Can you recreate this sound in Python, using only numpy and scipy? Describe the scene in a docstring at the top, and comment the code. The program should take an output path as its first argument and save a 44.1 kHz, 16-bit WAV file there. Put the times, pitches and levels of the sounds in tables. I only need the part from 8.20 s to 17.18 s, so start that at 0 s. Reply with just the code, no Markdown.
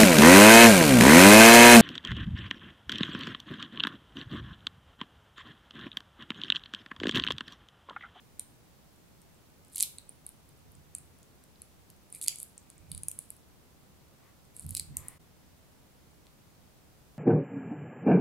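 """A small plastic piping bag is squeezed close to the microphones in a quiet kitchen, over steady room noise.
Lone film snaps, each a struck set of resonances, gather into three fuller crinkles near 1.6, 4.1 and 6.5 s;
dense random creases thicken these, finger slips creak from 3.9 s, and a diffuse tail answers the bag.
From 2.5 s the moving arm rumbles as slowly fading resonant noise; from 6 s shaped noise swishes faintly.
The level dips briefly near 7 s, and at 8.07 s chopsticks tick once as three short resonances."""
import sys
import numpy as np
from scipy import signal
from scipy.fft import rfft, irfft, next_fast_len
from scipy.io import wavfile

SR = 44100
rng = np.random.default_rng(int(sys.argv[2]) if len(sys.argv) > 2 else 0)


def materialize(psi):
    """Save the field psi as 16-bit PCM at rate SR to the path in sys.argv[1].

    A 1-D psi becomes a single channel; in a 2-D psi each row is a channel.
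    """
    bounded = np.clip(np.atleast_2d(psi).T, -1, 1)
    quanta = np.round(bounded * 32767).astype(np.int16)
    wavfile.write(sys.argv[1], SR, quanta)


N = 396018
TIME = np.arange(N) / SR  # s

# the whole pouch's resonance, shaken by every snap and finger slip: pitch_hz, half_width_hz
POUCH_RESONANCE = (2320, 210)


def undb(db):
    """Turn decibels into gain."""
    return 10 ** (np.asarray(db) / 20)


def unit(x):
    """Scale to rms 1."""
    return x / np.sqrt(np.mean(x ** 2) + 1e-30)


def shape(x, gain):
    """Filter by a gain that is a function of frequency, without shifting the sound in time."""
    length = x.shape[-1]
    n = next_fast_len(length)
    spectrum = rfft(x, n) * gain(np.fft.rfftfreq(n, 1 / SR))
    return irfft(spectrum, n)[..., :length]


def ring(x, hz, half_hz):
    """A bell-shaped resonance: the motion builds up and dies again within a few cycles."""
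    return shape(x, lambda f: np.exp(-((f - hz) / (2 * half_hz)) ** 2))


def colour(x, points):
    """Equalise a sound through (Hz, dB) points, joined on a logarithmic frequency scale."""
    hz, db = np.transpose(points)
    return shape(x, lambda f: undb(np.interp(np.log(f + 1), np.log(hz), db)))


def add(track, s, sound):
    """Mix a sound into a track at time s."""
    i = int(np.clip(s * SR, 0, N - len(sound)))
    track[i:i + len(sound)] += sound


def swells(rows):
    """One rounded rise and fall for each (start_s, end_s, level_db) row."""
    envelope = np.zeros(N)
    for start_s, end_s, level_db in rows:
        progress = np.interp(TIME, [start_s, end_s], [0, 1])
        envelope += undb(level_db) * np.sqrt(np.abs(np.sin(np.pi * progress)))
    return envelope


def spread(mid, side, side_db, left_db):
    """Two channels from a shared and an opposed part; left_db is the left gain relative to the right."""
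    side = undb(side_db) * side
    return np.array([mid + side, mid - side]) * undb([[left_db / 2], [-left_db / 2]])


def air():
    """Low room murmur, partly shared by both sides, under smooth unrelated hiss."""
    # colour of the steady room noise: pitch_hz, level_db (per Hz, relative)
    room_noise = [(22, -10.5), (32, -13.5), (45, -8), (70, 0), (105, -3.5), (145, -2), (220, -6.5),
                  (420, -12), (850, -16.5), (1800, -23), (3500, -25.5), (10000, -28.5), (15600, -29),
                  (16300, -50)]
    mid, side = unit(colour(rng.standard_normal((2, N)), room_noise))
    side = colour(side, [(60, 0.5), (200, -2.0), (1200, -1.5), (3000, 0)])
    return undb(-61.5) * spread(mid, side, side_db=-0.5, left_db=-0.48)


def kitchen(x, t60_s=0.34, wet_db=-12, early_db=2, early_s=0.0159, gap_s=0.0098):
    """Worktop and cupboards answer within milliseconds, then a short diffuse tail dies away."""
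    # the film throws its lower notes sideways, so the walls get more of them: pitch_hz, level_db
    wall_colour = [(500, -2), (1800, 0), (2350, 8.5), (3000, 10), (4200, 3.5), (6200, 4.5), (8500, 0),
                   (11000, -2.5), (13000, 0.5), (16000, 2)]
    t = np.arange(SR // 2) / SR
    decay = undb(-60 * t / t60_s)
    early_boost = 1 + undb(early_db) * np.exp(-t / early_s)
    onset = np.clip(t / gap_s, 0, 1) ** 2
    fade = decay * early_boost * onset
    tail = rng.standard_normal((2, len(t))) * fade / np.sqrt(np.sum(fade ** 2))
    return undb(wet_db) * signal.fftconvolve(colour(x, wall_colour)[None], tail, axes=1)[:, :N]


def arm(rise_db_per_s=320, fade_db_per_s=70):
    """Dragging contact shakes the worktop's low resonances, building quickly, easing slowly, more on the right."""
    # shifts of the arm on the worktop: strongest_push_s, level_db
    shifts = [(2.475, -57), (2.579, -58.5), (2.78, -62.5), (4.615, -58.5), (4.72, -47.5), (6.462, -44),
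              (6.705, -46.5)]
    # low resonances of the worktop: pitch_hz, half_width_hz, level_db
    worktop = [(52, 16, -7.5), (88, 7.4, 5.5), (148.5, 12.6, -0.5), (198, 49, -10.5)]
    pushes_db = []
    for s, db in shifts:
        drop_db = np.maximum(rise_db_per_s * (s - TIME), fade_db_per_s * (TIME - s))
        pushes_db.append(db - drop_db)
    effort = undb(np.max(pushes_db, axis=0))
    drag = rng.standard_normal((2, N))
    mid, side = unit(sum(undb(db) * ring(drag, hz, half_hz) for hz, half_hz, db in worktop))
    return effort * spread(mid, side, side_db=-3, left_db=-5)


def sleeve():
    """Soft brushing, as of cloth while the hand draws back: shaped noise in slow swells."""
    # the brushing strokes: start_s, end_s, level_db
    swishes = [(5.98, 6.14, -68), (6.74, 7.0, -60.5)]
    # colour of the brushing: pitch_hz, level_db
    cloth_colour = [(300, -3.5), (700, -7), (1150, 0), (1500, -10), (2000, -2.5), (2700, -12.5),
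                    (6000, -23), (15000, -20)]
    mid, side = unit(colour(rng.standard_normal((2, N)), cloth_colour))
    return swells(swishes) * spread(mid, side, side_db=-7, left_db=2.5)


def chopsticks(tick_s=8.0687, strength_db=-26, size=512):
    """The wooden tips meet once, very lightly, and one impulse rings their resonances."""
    # resonances of the sticks: pitch_hz, half_width_hz, level_db
    wood = [(2320, 230, -5), (3840, 420, 1.5), (7960, 1500, -9)]
    out = np.zeros(N)
    push = 1. * (np.arange(size) == size // 2)
    tick = sum(undb(strength_db + db) * ring(push, hz, half_hz) for hz, half_hz, db in wood)
    add(out, tick_s - size / 2 / SR, tick)
    return out


def fingers(per_s=150):
    """Skin sticks and slips on the film; each slip shakes the whole pouch and makes it creak."""
    # finger slides on the pouch: start_s, end_s, level_db
    slides = [(3.92, 3.99, -67), (4.02, 4.16, -61), (4.42, 4.72, -78)]
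    slips = rng.standard_normal(N) * (rng.random(N) < per_s / SR)
    return swells(slides) * unit(ring(slips, *POUCH_RESONANCE))


def creases(per_s, scatter_db):
    """Tiny creases of random size, shared among a few resonances of the film."""
    # resonances of the tiniest creases: pitch_hz, half_width_hz, level_db
    film = [(4300, 560, -9), (8450, 810, -1), (10000, 1200, 1.5), (11530, 1100, -6.5)]
    out = np.zeros(N)
    for hz, half_hz, db in film:
        size_db = scatter_db * np.clip(rng.standard_normal(N), -2, 2)
        size = undb(size_db) * rng.choice([-1, 1], N)
        gives_way = rng.random(N) < per_s / SR / len(film)
        out += undb(db) * ring(size * gives_way, hz, half_hz)
    return unit(out)


def crinkle():
    """Dense crackle as the grip tightens and many creases give way; stray faint ticks while the bag is held."""
    # squeezes of the bag: start_s, end_s, level_db
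    squeezes = [(1.515, 1.56, -55), (1.545, 1.66, -37.5), (3.92, 4.0, -50), (4.013, 4.055, -37.5),
                (4.178, 4.245, -50), (4.69, 4.8, -64), (4.985, 5.065, -60), (6.345, 6.46, -57),
                (6.48, 6.6, -52)]
    held = swells([(0.0065, 7.5, -75.0)])
    crackle = swells(squeezes) * creases(per_s=1700, scatter_db=6.5)
    return crackle + held * creases(per_s=14, scatter_db=6)


def snaps(flutter=0.19, flutter_s=0.0012, lead_in=0.024, lead_in_s=0.0012, crack_db=-24, crack_share=0.19, size=512):
    """A crease flips over with a softened onset and flutters for a millisecond, ringing itself and its film."""
    # film buckles: flip_s, level_db (crease, over 1 ms), crease_hz, crease_half_width_hz,
    # panel_db (relative to the crease)
    buckles = [(0.1956, -25, 9430, 1120, -19.5), (1.0178, -52.5, 9400, 1600, -21),
               (1.4488, -54.5, 9400, 1800, -17), (1.5377, -48, 10000, 1200, -23),
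               (1.5595, -25, 10700, 1890, -24), (1.5709, -37, 10000, 1990, -5),
               (1.581, -34, 9200, 2200, -16), (1.59, -38, 9100, 1500, -4), (1.6018, -23.5, 9200, 1300, -10),
               (1.607, -16.5, 8900, 1290, -14.5), (1.6267, -12.5, 10100, 1430, -19),
               (1.634, -27, 9500, 1310, 0.5), (1.7847, -35, 8600, 594, -5.5), (1.8934, -35, 9760, 600, -29),
               (2.0656, -31, 10000, 920, -25), (2.0913, -38.5, 10100, 897, -21),
               (2.7506, -26, 8900, 880, -23.5), (2.784, -38, 9700, 705, -26), (3.03, -52, 8700, 1400, -10),
               (3.239, -51, 9700, 1610, -21), (3.4192, -36, 9700, 1090, -18.5),
               (3.7019, -46, 10800, 1800, -13), (3.9264, -33, 9140, 700, -34),
               (3.9492, -34, 9700, 1000, -27), (4.0144, -29, 9600, 1200, -17), (4.04, -32, 9400, 1500, -16),
               (4.063, -34, 9700, 1300, -10), (4.0763, -28, 9300, 1400, -5.5),
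               (4.0825, -13, 9180, 1410, -11), (4.1586, -34.5, 9400, 1200, -20),
               (4.1863, -36, 9700, 1200, -24), (4.2016, -31.5, 9700, 1190, -24),
               (4.2301, -28.5, 10400, 1100, -33), (4.3794, -38, 8060, 890, -23),
               (4.5016, -42, 9500, 1090, -16), (4.717, -28.5, 9800, 910, -11), (4.749, -33, 9700, 900, -14),
               (4.778, -33.5, 9800, 1000, -16), (4.8342, -28.5, 9800, 1180, -25),
               (4.8845, -20, 9670, 1300, -46), (4.9152, -30.5, 9800, 1380, -26),
               (4.9897, -26, 9800, 990, -30), (5.1044, -31, 9900, 900, -29), (6.366, -36, 9800, 994, -26),
               (6.3963, -32, 9300, 694, -28), (6.465, -38, 10800, 1500, -21), (6.492, -34, 9700, 1200, -30),
               (6.508, -29, 10000, 1200, -34), (6.5503, -23, 10400, 1460, -12),
               (6.5674, -28, 9300, 1490, -12), (6.571, -26.5, 8300, 1070, -7),
               (6.5782, -31, 9800, 1400, -19), (6.597, -23, 9300, 1060, -8),
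               (6.7698, -21, 9700, 1260, -31.5), (6.8841, -28.5, 10000, 1200, -40)]
    # colour of a snap's sharp edge: pitch_hz, level_db
    edge_colour = [(300, -19), (900, -6), (1300, 3.5), (1700, -11.5), (3000, 9), (6000, -12.5),
                   (12000, 13.5), (16000, 8)]
    out = np.zeros(N)
    t = (np.arange(size) - size // 2) / SR
    one_ms = np.sqrt(SR / 1000 / size)  # turns rms over the whole window into level over 1 ms
    before = lead_in * np.exp(-np.abs(t) / lead_in_s)
    after = flutter * np.exp(-np.abs(t) / flutter_s)
    shake = np.where(t < 0, before, after)
    for s, db, hz, half_hz, panel_db in buckles:
        push = (t == 0) + shake * rng.standard_normal(size)
        crease = unit(ring(push, hz, half_hz))
        # the flat panel beside the crease sounds higher when it is smaller and quieter,
        # and higher again as a strong snap stretches the film
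        panel_hz = 4105 - 7.5 * panel_db + 2023 * undb(db)
        # a narrower resonance than the crease lets the panel ring longer
        panel = undb(panel_db) * unit(ring(push, panel_hz, 0.4 * half_hz))
        # the panel passes the snap on: the pouch follows its level by 0.3 dB per dB
        pouch_db = -23.5 + 0.3 * panel_db
        pouch = undb(pouch_db) * unit(ring(push, *POUCH_RESONANCE))
        # the more of the panel flips with the crease, the harder the crack
        crack_gain = undb(crack_db) + crack_share * undb(panel_db)
        crack = crack_gain * unit(colour(push, edge_colour))
        add(out, s + t[0], undb(db) * one_ms * (crease + panel + pouch + crack))
    return out


def scene():
    """Bag and chopsticks sit centred and close; the room surrounds them and the whole level dips briefly."""
    close = snaps() + crinkle() + fingers() + chopsticks()
    # the left microphone points slightly away and loses the very top
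    left = colour(close, [(10000, -0.5), (13000, -6.5), (16000, -9.0)])
    direct = np.array([left, close])
    dip_s, dip_half_length_s, dip_db = 6.988, .008, -17
    dip = undb(dip_db * np.exp(-((TIME - dip_s) / dip_half_length_s) ** 2))
    return (direct + kitchen(close) + arm() + sleeve() + air()) * dip


def record(dry):
    """The recorder cuts the top with a steep low-pass at 16.2 kHz."""
    top_cut = signal.ellip(10, .1, 70, 16200, fs=SR, output="sos")
    return signal.sosfilt(top_cut, dry)


dry = scene()
out = record(dry)
materialize(out)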